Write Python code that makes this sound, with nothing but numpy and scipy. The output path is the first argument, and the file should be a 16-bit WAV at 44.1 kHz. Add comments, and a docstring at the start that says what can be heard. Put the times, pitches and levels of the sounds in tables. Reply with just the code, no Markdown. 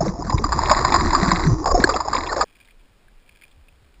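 """A waterproof housing is dragged through the sea beside a surfboard: from the start churning water
rattles its resonances, bubble clouds ring as rising sines and the flow buffets it as low noise.
Air pockets slap it (struck modes), big bubbles gulp, others glide in pitch and small ones snap.
After 2.4 s comes an abrupt cut to the calm surface: light air noise, faint drips and a trickle of
impulses tick on the case modes, and a wandering sine rumbles as the housing bobs."""
import sys
import numpy as np
from scipy import signal
from scipy.fft import rfft, irfft
from scipy.io import wavfile

SR = 44100
rng = np.random.default_rng(int(sys.argv[2]) if len(sys.argv) > 2 else 0)


def transcribe(u):
    """Save the signal u as a 16-bit wav file named by the first command-line argument.

    u: samples, shape (n,) or (channels, n), limited to [-1, 1]; the rate is SR.
    q: integer samples, one column per channel.
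    """
    v = np.clip(np.atleast_2d(u).T, -1, 1)
    q = np.round(v * 32767).astype(np.int16)
    wavfile.write(sys.argv[1], SR, q)


N = 176400
T = np.arange(N) / SR


def from_db(db):
    """Level law: 20 dB is a factor of ten in amplitude."""
    return 10 ** (np.asarray(db) / 20)


def rms_one(x):
    """Power normalisation: the mean square becomes one."""
    return x / np.sqrt(np.mean(x ** 2) + 1e-20)


def peak_one(x):
    """Peak normalisation: the largest excursion becomes one."""
    return x / (np.abs(x).max() + 1e-20)


def add(out, start_s, sound):
    """Superposition: pressures add from a start time onward."""
    i = max(int(start_s * SR), 0)
    out[i:i + len(sound)] += sound[:N - i]


def levels(rows):
    """Amplitude envelopes: each level column, interpolated in dB over time, becomes a gain."""
    times, *columns = np.transpose(rows)
    return [from_db(np.interp(T, times, column)) for column in columns]


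def gain_at(colour, hz):
    """Spectral envelope: level interpolated along log frequency."""
    points_hz, db = np.transpose(colour)
    return from_db(np.interp(np.log(hz + 1e-3), np.log(points_hz), db))


def noise(colour):
    """Spectral shaping of white noise, rolled off around and above the last point."""
    hz = np.fft.rfftfreq(N, 1 / SR)
    roll_off = 1 + (hz / colour[-1][0] / 2) ** 2
    spectrum = rfft(rng.standard_normal(N)) * gain_at(colour, hz) / roll_off
    return rms_one(irfft(spectrum, N))


def drift(rate):
    """Random modulation: noise through two equal low-pass poles at rate [Hz], with unit rms."""
    r = np.exp(-80 * np.pi * rate / SR)  # computed on every 40th sample
    white = rng.standard_normal(N // 40 + 2002)
    slow = signal.lfilter([1], [1, -2 * r, r * r], white)[2000:]  # the filter has settled
    return np.interp(np.arange(N) / 40, np.arange(len(slow)), rms_one(slow))


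def resonate(x, hz, width):
    """Damped resonance: a pole pair whose bandwidth sets the decay, with a peak gain near one."""
    r = np.exp(-np.pi * width / SR)
    zeros = np.array([1, 0, -1]) * (1 - r * r) / 2
    poles = [1, -2 * r * np.cos(2 * np.pi * hz / SR), r * r]
    return signal.lfilter(zeros, poles, x + 1e-18)


def body(x, modes):
    """Modal superposition: parallel resonances of alternating sign."""
    return sum((-1) ** k * from_db(db) * resonate(x, hz, width)
               for k, (hz, width, db) in enumerate(modes))


def clicks(per_s, spread_db):
    """Poisson-like impacts: random impulses, mostly small and a few large."""
    size = from_db(spread_db * np.minimum(rng.exponential(1, N), 4.5))
    return (rng.random(N) < per_s / SR) * size * rng.choice([-1, 1], N)


SPATTER_PER_S, SPATTER_SIZE, IMPACT = 2700, 0.41, 0.86


def spatter(length_s):
    """Multiple impact: a first impulse, then smaller ones under a Gaussian decay (1/e at length_s)."""
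    t = T[:SR // 10]
    sign = rng.choice([-1, 1], len(t))
    struck = rng.random(len(t)) < SPATTER_PER_S / SR
    run = SPATTER_SIZE * sign * struck * np.exp(-(t / length_s) ** 2)
    return run + IMPACT * (t == 0)


def soften(x):
    """Contact compliance: water cushions a blow, so its force loses treble."""
    return signal.sosfilt(signal.butter(2, 1900, fs=SR, output="sos"), x + 1e-18)


# vigour of the flow: (time [s], housing rattle [dB], low gurgle [dB], babble [dB], fine fizz [dB])
FLOW_VIGOUR = [(0,-49,-22.5,-30,-48),(.09,-36.5,-30.5,-33,-40.5),(.16,-49.5,-41.5,-38,-73),(.26,-37,-34.5,-35.5,-42.5),(.32,-44,-37,-38.5,-56),(.49,-33,-33.5,-37.5,-58),(.6,-25,-35,-39,-35.5),(.73,-21,-35.5,-26,-29.5),(.9,-22,-31.5,-42.5,-29.5),(1.05,-26,-33.5,-62,-30),(1.23,-22.5,-30,-34,-24.5),(1.39,-24.5,-39.5,-33,-28),(1.48,-29.5,-24.5,-50.5,-35.5),(1.58,-38.5,-43.5,-42,-79),(1.68,-42,-38.5,-23.5,-66),(1.78,-30.5,-36,-26,-41.5),(1.9,-29,-34.5,-27,-38.5),(2.05,-34,-46.5,-37,-52),(2.16,-28.5,-35,-32.5,-31.5),(2.22,-30,-44,-37,-38.5),(2.32,-30.5,-53,-29,-39.5),(2.44,-26.5,-39,-28,-36)]
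# modes of the housing under water: (frequency [Hz], width [Hz], relative level [dB])
HOUSING_MODES = [(680,210,-11),(1030,203,0.5),(1141,303,-3),(1670,170,-13.5),(1745,260,-12.5)]
RATTLE_PER_S, RATTLE_SPREAD_DB, RATTLE_DB = 900, 2, -0.5
RATTLE_SURGE_DB, RATTLE_SURGE_HZ = 2, 55


def rattle():
    """Forced modal vibration: random softened impacts of the flow excite the housing modes."""
    hits = clicks(RATTLE_PER_S, RATTLE_SPREAD_DB)
    surge = from_db(RATTLE_SURGE_DB * drift(RATTLE_SURGE_HZ))
    ringing = rms_one(body(soften(hits * surge), HOUSING_MODES))
    return from_db(RATTLE_DB) * levels(FLOW_VIGOUR)[0] * ringing


BUBBLE_SPREAD_DB, BUBBLE_TILT_DB_PER_OCT = 4.5, 3.5
BUBBLE_RISE, BUBBLE_ATTACK_CYCLES = 0.18, 0.7  # fractional rise over the 60 dB decay


def cloud(low, high, per_s, cycles):
    """Bubble resonance: bubbles born at random, each a dying sine that rises in pitch."""
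    out = np.zeros(N)
    for when, place, size, life in rng.random((int(per_s * N / SR), 4)):
        hz = low * (high / low) ** place
        span = cycles * (.5 + life)  # starting-pitch cycles to fall 60 dB
        turn = T[:int(span / hz * SR)] * hz
        size_db = BUBBLE_SPREAD_DB * min(-np.log(1 - size), 4)
        db = size_db + BUBBLE_TILT_DB_PER_OCT * np.log2(hz / low)
        envelope = (1 - np.exp(-turn / BUBBLE_ATTACK_CYCLES)) * from_db(db - 60 * turn / span)
        phase = 2 * np.pi * turn * (1 + BUBBLE_RISE * turn / span / 2)
        add(out, when * N / SR, envelope * np.sin(phase))
    return rms_one(out)


# gurgle, babble and fizz: (lowest starting pitch [Hz], highest starting pitch [Hz], bubbles [1/s],
# mean decay to -60 dB [cycles], level relative to the flow [dB])
BUBBLE_CLOUDS = [(111.5,420,300,14,3.5),(409,1100,200,16,2),(1350,2082,360,16,-1)]


def bubble_clouds():
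    """Incoherent summation: clouds of large, middling and fine bubbles follow the flow."""
    out = np.zeros(N)
    for gain, (low, high, per_s, cycles, db) in zip(levels(FLOW_VIGOUR)[1:], BUBBLE_CLOUDS):
        out += gain * from_db(db) * cloud(low, high, per_s, cycles)
    return out


# hum of air trapped against the case: (time [s], level [dB])
POCKET_LEVEL = [(0,-27),(.25,-50.5),(.75,-36),(.9,-29.5),(1.62,-30),(1.68,-42),(1.85,-34.5),(2.02,-39.5),(2.44,-40)]


def pocket_hum():
    """Cavity resonance: noise through two equal resonances in series hums near one pitch."""
    hz, width = 331.1, 77  # width of each resonance [Hz]
    once = resonate(rng.standard_normal(N), hz, width)
    return levels(POCKET_LEVEL)[0] * rms_one(resonate(once, hz, width))


# air pockets slapping the housing:
# (time [s], peak level before SLAP_DB [dB], ring [Hz], spatter 1/e time [s])
AIR_SLAPS = [(.009,-14.5,680,0.02),(0.061,-15.5,510,0.011),(.296,-13,974,0.016),(0.323,-15,840,0.01),(0.375,-21.5,1030,0.014),(0.441,-8,1140,0.0048),(0.466,-18,1065,0.0065),(0.491,-19.5,1030,0.003),(0.521,-8.5,1138,0.018),(0.59,-6.5,947,0.0021),(.635,-10.5,980,0.0021),(0.695,-8.5,1056,0.013),(.714,0,1112,0.012),(0.727,-13,1020,.012),(.849,-2.5,1055,.0055),(.921,-7,920,0.0078),(0.942,-2.5,1055,.011),(.96,-6,1093,0.0079),(1,-11.5,1000,0.015),(1.129,-8.5,970,0.022),(1.149,-3,1140,0.012),(1.316,-3,1063,0.0062),(1.658,-8,774,0.01),(1.672,-12.5,1090,0.016),(1.713,-12.5,867,.008),(1.892,-9.5,1146,0.018),(1.962,-11,1172,0.0097),(2.003,-11,1030,0.009),(2.083,-11.5,833,0.0056),(2.131,-9.5,1147,0.0064),(2.149,-9.5,1035,.0064),(2.184,-14.5,1140,0.0042),(2.327,-12.5,1080,0.0075),(2.365,-13.5,544,.022),(2.41,-5,1143,.013)]
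SLAP_WIDTH_HZ, SLAP_BODY_DB, SLAP_DB = 104, -11, 0.5


def slaps():
    """Impact excitation: each air pocket lands softly, rings at its own pitch and shakes the housing."""
    out = np.zeros(N)
    for start_s, db, hz, length_s in AIR_SLAPS:
        push = soften(spatter(length_s))
        ring = peak_one(resonate(push, hz, SLAP_WIDTH_HZ))
        shake = from_db(SLAP_BODY_DB) * peak_one(body(push, HOUSING_MODES))
        add(out, start_s, from_db(db + SLAP_DB) * peak_one(ring - shake))
    return out


# single bubbles pinching off:
# (time [s], peak level [dB], starting pitch before wobble [Hz], swell [s], 60 dB decay time [s])
BIG_BUBBLES = [(0.073,-14,195,0.0042,0.13),(.341,-2,94,.006,0.028),(.443,-12,41.5,0.0031,.09),(.709,-5.5,652,0.0045,0.06),(1.226,-8,186,0.003,0.082),(1.229,-15,690,0.0048,0.078),(1.28,-9.5,180,0.0021,0.072),(1.323,-13.5,172.5,0.0047,0.16),(1.456,-8,160,0.023,0.15),(1.745,-6,691,0.0076,0.075),(1.744,-8,369,.001,0.036),(1.726,-10,33.9,0.018,0.15),(1.798,-7,235,0.0024,0.023),(1.8401,5,1657,0.0013,.018),(1.842,-2,370,.002,.025)]
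GULP_RISE_PER_S, GULP_WOBBLE, GULP_WOBBLE_HZ = .4, .035, 44  # rise and wobble are fractions of pitch


def gulps():
    """Free bubble oscillation: a swell, then exponential decay with a wobbling, slightly rising pitch."""
    out, t = np.zeros(N), T[:SR // 4]
    for start_s, db, hz, swell_s, t60 in BIG_BUBBLES:
        wobble = GULP_WOBBLE * drift(GULP_WOBBLE_HZ)[:len(t)]
        pitch = hz * (1 + GULP_RISE_PER_S * t + wobble)
        decay = from_db(db - 60 * np.maximum(t - swell_s, 0) / t60)
        envelope = np.minimum(t / swell_s, 1) * decay
        add(out, start_s, envelope * np.sin(2 * np.pi * np.cumsum(pitch) / SR))
    return out


# bubbles sliding along the case:
# (time [s], peak level before flutter [dB], start pitch [Hz], end pitch [Hz], length [s])
SLIDING_BUBBLES = [(0.14,-32.5,650,740,0.09),(0.32,-20,1050,993,0.038),(1.485,-12,123,109,0.062),(1.659,-20.5,705,664,0.044),(1.697,-16.5,1206,1030,0.033),(1.692,-30.5,552,607,0.087),(2.287,-25,1900,1750,0.025),(2.316,-22,1414,1576,0.017)]
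GLIDE_FLUTTER_DB, GLIDE_FLUTTER_HZ = 3.5, 170


def glides():
    """Frequency modulation: squeezed bubbles sing briefly and unevenly while their pitch slides."""
    out = np.zeros(N)
    for start_s, db, start_hz, end_hz, length_s in SLIDING_BUBBLES:
        along = T[T < length_s] / length_s
        pitch = start_hz + (end_hz - start_hz) * along
        flutter_db = GLIDE_FLUTTER_DB * drift(GLIDE_FLUTTER_HZ)[:len(along)]
        envelope = from_db(db + flutter_db) * np.sin(np.pi * along)
        add(out, start_s, envelope * np.sin(2 * np.pi * np.cumsum(pitch) / SR))
    return out


# small bubbles bursting on the case: (time [s], peak level [dB], ring [Hz])
BURSTS = [(0.304,-21.5,1800),(0.381,-19.5,2100),(0.448,-27,1900),(.657,-19,2350),(.697,-11.5,1700),(.922,-13,2300),(1.359,-13.5,1800),(1.801,-18,1750),(1.824,-22.5,1900),(1.94,-21,2600),(2.141,-21.5,2200),(2.165,-17.5,2350),(2.265,-24,2500)]
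SNAP_LENGTH_S, SNAP_WIDTH_HZ = 0.0083, 660  # 1/e time of the spatter, width of each resonance


def snaps():
    """Heavily damped resonance: small bubbles burst as short bright cracks."""
    out = np.zeros(N)
    for start_s, db, hz in BURSTS:
        once = resonate(spatter(SNAP_LENGTH_S), hz, SNAP_WIDTH_HZ)
        add(out, start_s, from_db(db) * peak_one(resonate(once, hz, SNAP_WIDTH_HZ)))
    return out


# slow pressure swings on the housing: (time [s], level [dB])
BUFFET_LEVEL = [(0,-30.5),(.2,-32),(.36,-25.5),(.65,-23.5),(.85,-29.5),(1.05,-19.5),(1.25,-29),(1.5,-22.5),(1.62,-30.5),(1.8,-24.5),(2.04,-38),(2.17,-35.5),(2.44,-33.5)]
# their spectrum: (frequency [Hz], relative level [dB])
BUFFET_SPECTRUM = [(15,-14),(25,2.5),(38,-2.5),(65,-0.5),(100,-10.5),(160,-19),(300,-44.5)]


def buffeting():
    """Flow noise: pressure swings on the housing are low-frequency shaped noise."""
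    return levels(BUFFET_LEVEL)[0] * noise(BUFFET_SPECTRUM)


# drips on the case: (time [s], peak level before DRIP_DB [dB], ring [Hz])
DRIP_HITS = [(2.554,-42,2323),(2.611,-38,2430),(2.654,-45.5,3700),(2.686,-41.5,2050),(2.708,-40.5,2400),(3.083,-43,1644),(3.292,-35.5,2475),(3.421,-37,2170),(3.436,-34,2400),(3.513,-45,3580),(3.684,-40.5,2490),(3.942,-46,2400)]
# modes of the case at the surface: (frequency [Hz], width [Hz], relative level [dB])
CASE_MODES = [(1620,100,-10.5),(2400,170,-5),(3310,230,-11),(4900,410,-17.5)]
DRIP_LENGTH_S, DRIP_WIDTH_HZ = 0.0059, 123  # 1/e time of the spatter, width of the drip's own ring
DRIP_BODY_DB, DRIP_DB = -7.5, -3.5


def drips():
    """Impact excitation: each drip rings at its own pitch and, by a second spatter, in the case modes."""
    out = np.zeros(N)
    for start_s, db, hz in DRIP_HITS:
        ring = peak_one(resonate(spatter(DRIP_LENGTH_S), hz, DRIP_WIDTH_HZ))
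        case = from_db(DRIP_BODY_DB) * peak_one(body(spatter(DRIP_LENGTH_S), CASE_MODES))
        add(out, start_s, from_db(db + DRIP_DB) * peak_one(ring + case))
    return out


# water trickling off the case: (time [s], level [dB])
TRICKLE_LEVEL = [(2.5,-62),(2.65,-58.5),(2.78,-70),(3.0,-76),(3.43,-61.5),(3.6,-68),(4,-76.5)]
TRICKLE_PER_S, TRICKLE_SPREAD_DB = 240, 3


def trickle():
    """Forced modal vibration: a stream of tiny random impacts excites the case modes."""
    ringing = body(clicks(TRICKLE_PER_S, TRICKLE_SPREAD_DB), CASE_MODES)
    return levels(TRICKLE_LEVEL)[0] * rms_one(ringing)


# spectrum of the light air: (frequency [Hz], relative level [dB])
AIR_SPECTRUM = [(15,-1),(55,-16.5),(130,-16.5),(300,-19.5),(800,-25),(2500,-28.5),(5500,-33)]
AIR_DB = -58


def air():
    """Stationary noise: light air is a steady, low-weighted hush."""
    return from_db(AIR_DB) * noise(AIR_SPECTRUM)


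# rumble of the bobbing housing: (time [s], level [dB])
BOBBING_LEVEL = [(2.68,-62),(2.77,-47),(2.9,-60),(3.11,-56),(3.18,-45.5),(3.23,-58),(3.5,-61),(3.58,-50),(3.8,-57),(3.92,-59.5),(3.98,-49.5)]
BOBBING_HZ, BOBBING_WANDER, BOBBING_WANDER_HZ = 39.5, 0.55, 14  # wander: rms of log pitch


def bobbing():
    """Random frequency modulation: a smooth rumble wanders in pitch and swells with the bobbing."""
    pitch = BOBBING_HZ * np.exp(BOBBING_WANDER * drift(BOBBING_WANDER_HZ))
    return levels(BOBBING_LEVEL)[0] * rms_one(np.sin(2 * np.pi * np.cumsum(pitch) / SR))


CUT_S, CUT_FADE_S = 2.445, 0.0097


def scene():
    """Linear superposition: the underwater sources fade out just before the cut, then the surface."""
    churn = rattle() + bubble_clouds() + pocket_hum()
    under = churn + slaps() + gulps() + glides() + snaps() + buffeting()
    surface = drips() + trickle() + air() + bobbing()
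    submerged = np.clip((CUT_S - T) / CUT_FADE_S, 0, 1)
    return (submerged * under + (T >= CUT_S) * surface)[None]


def low_pass(x, hz):
    """Band limitation: a very steep zero-phase low-pass."""
    return signal.sosfiltfilt(signal.ellip(8, .1, 50, hz, fs=SR, output="sos"), x)


def hold(x, rate):
    """Zero-order hold: coarse sampling in steps mirrors the sound into the treble as images."""
    x = signal.sosfiltfilt(signal.butter(12, .497 * rate, fs=SR, output="sos"), x)
    steps = np.repeat(signal.resample_poly(x, rate, SR), 8)
    return signal.resample_poly(steps, SR, 8 * rate)[:N]


UNDER_HOLD_HZ, SURFACE_HOLD_HZ = 6000, 12000  # sampling rates
UNDER_CUTOFF_HZ, OVERLOAD_CUTOFF_HZ, CUTOFF_HZ = 7580, 11200, 15400
OVERLOAD, FULL_SCALE = 1.15, .88


def record(dry):
    """Saturation and imaging: coarse sampling, an octave coarser under water, where hard knocks clip."""
    x = OVERLOAD * np.tanh(dry[0] / OVERLOAD)
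    under = low_pass(hold(x * (T < CUT_S), UNDER_HOLD_HZ), UNDER_CUTOFF_HZ)
    under = low_pass(np.clip(under, -FULL_SCALE, FULL_SCALE), OVERLOAD_CUTOFF_HZ)
    surface = hold(x * (T >= CUT_S), SURFACE_HOLD_HZ)
    return low_pass(under + surface, CUTOFF_HZ)[None]


dry = scene()
out = record(dry)
transcribe(out)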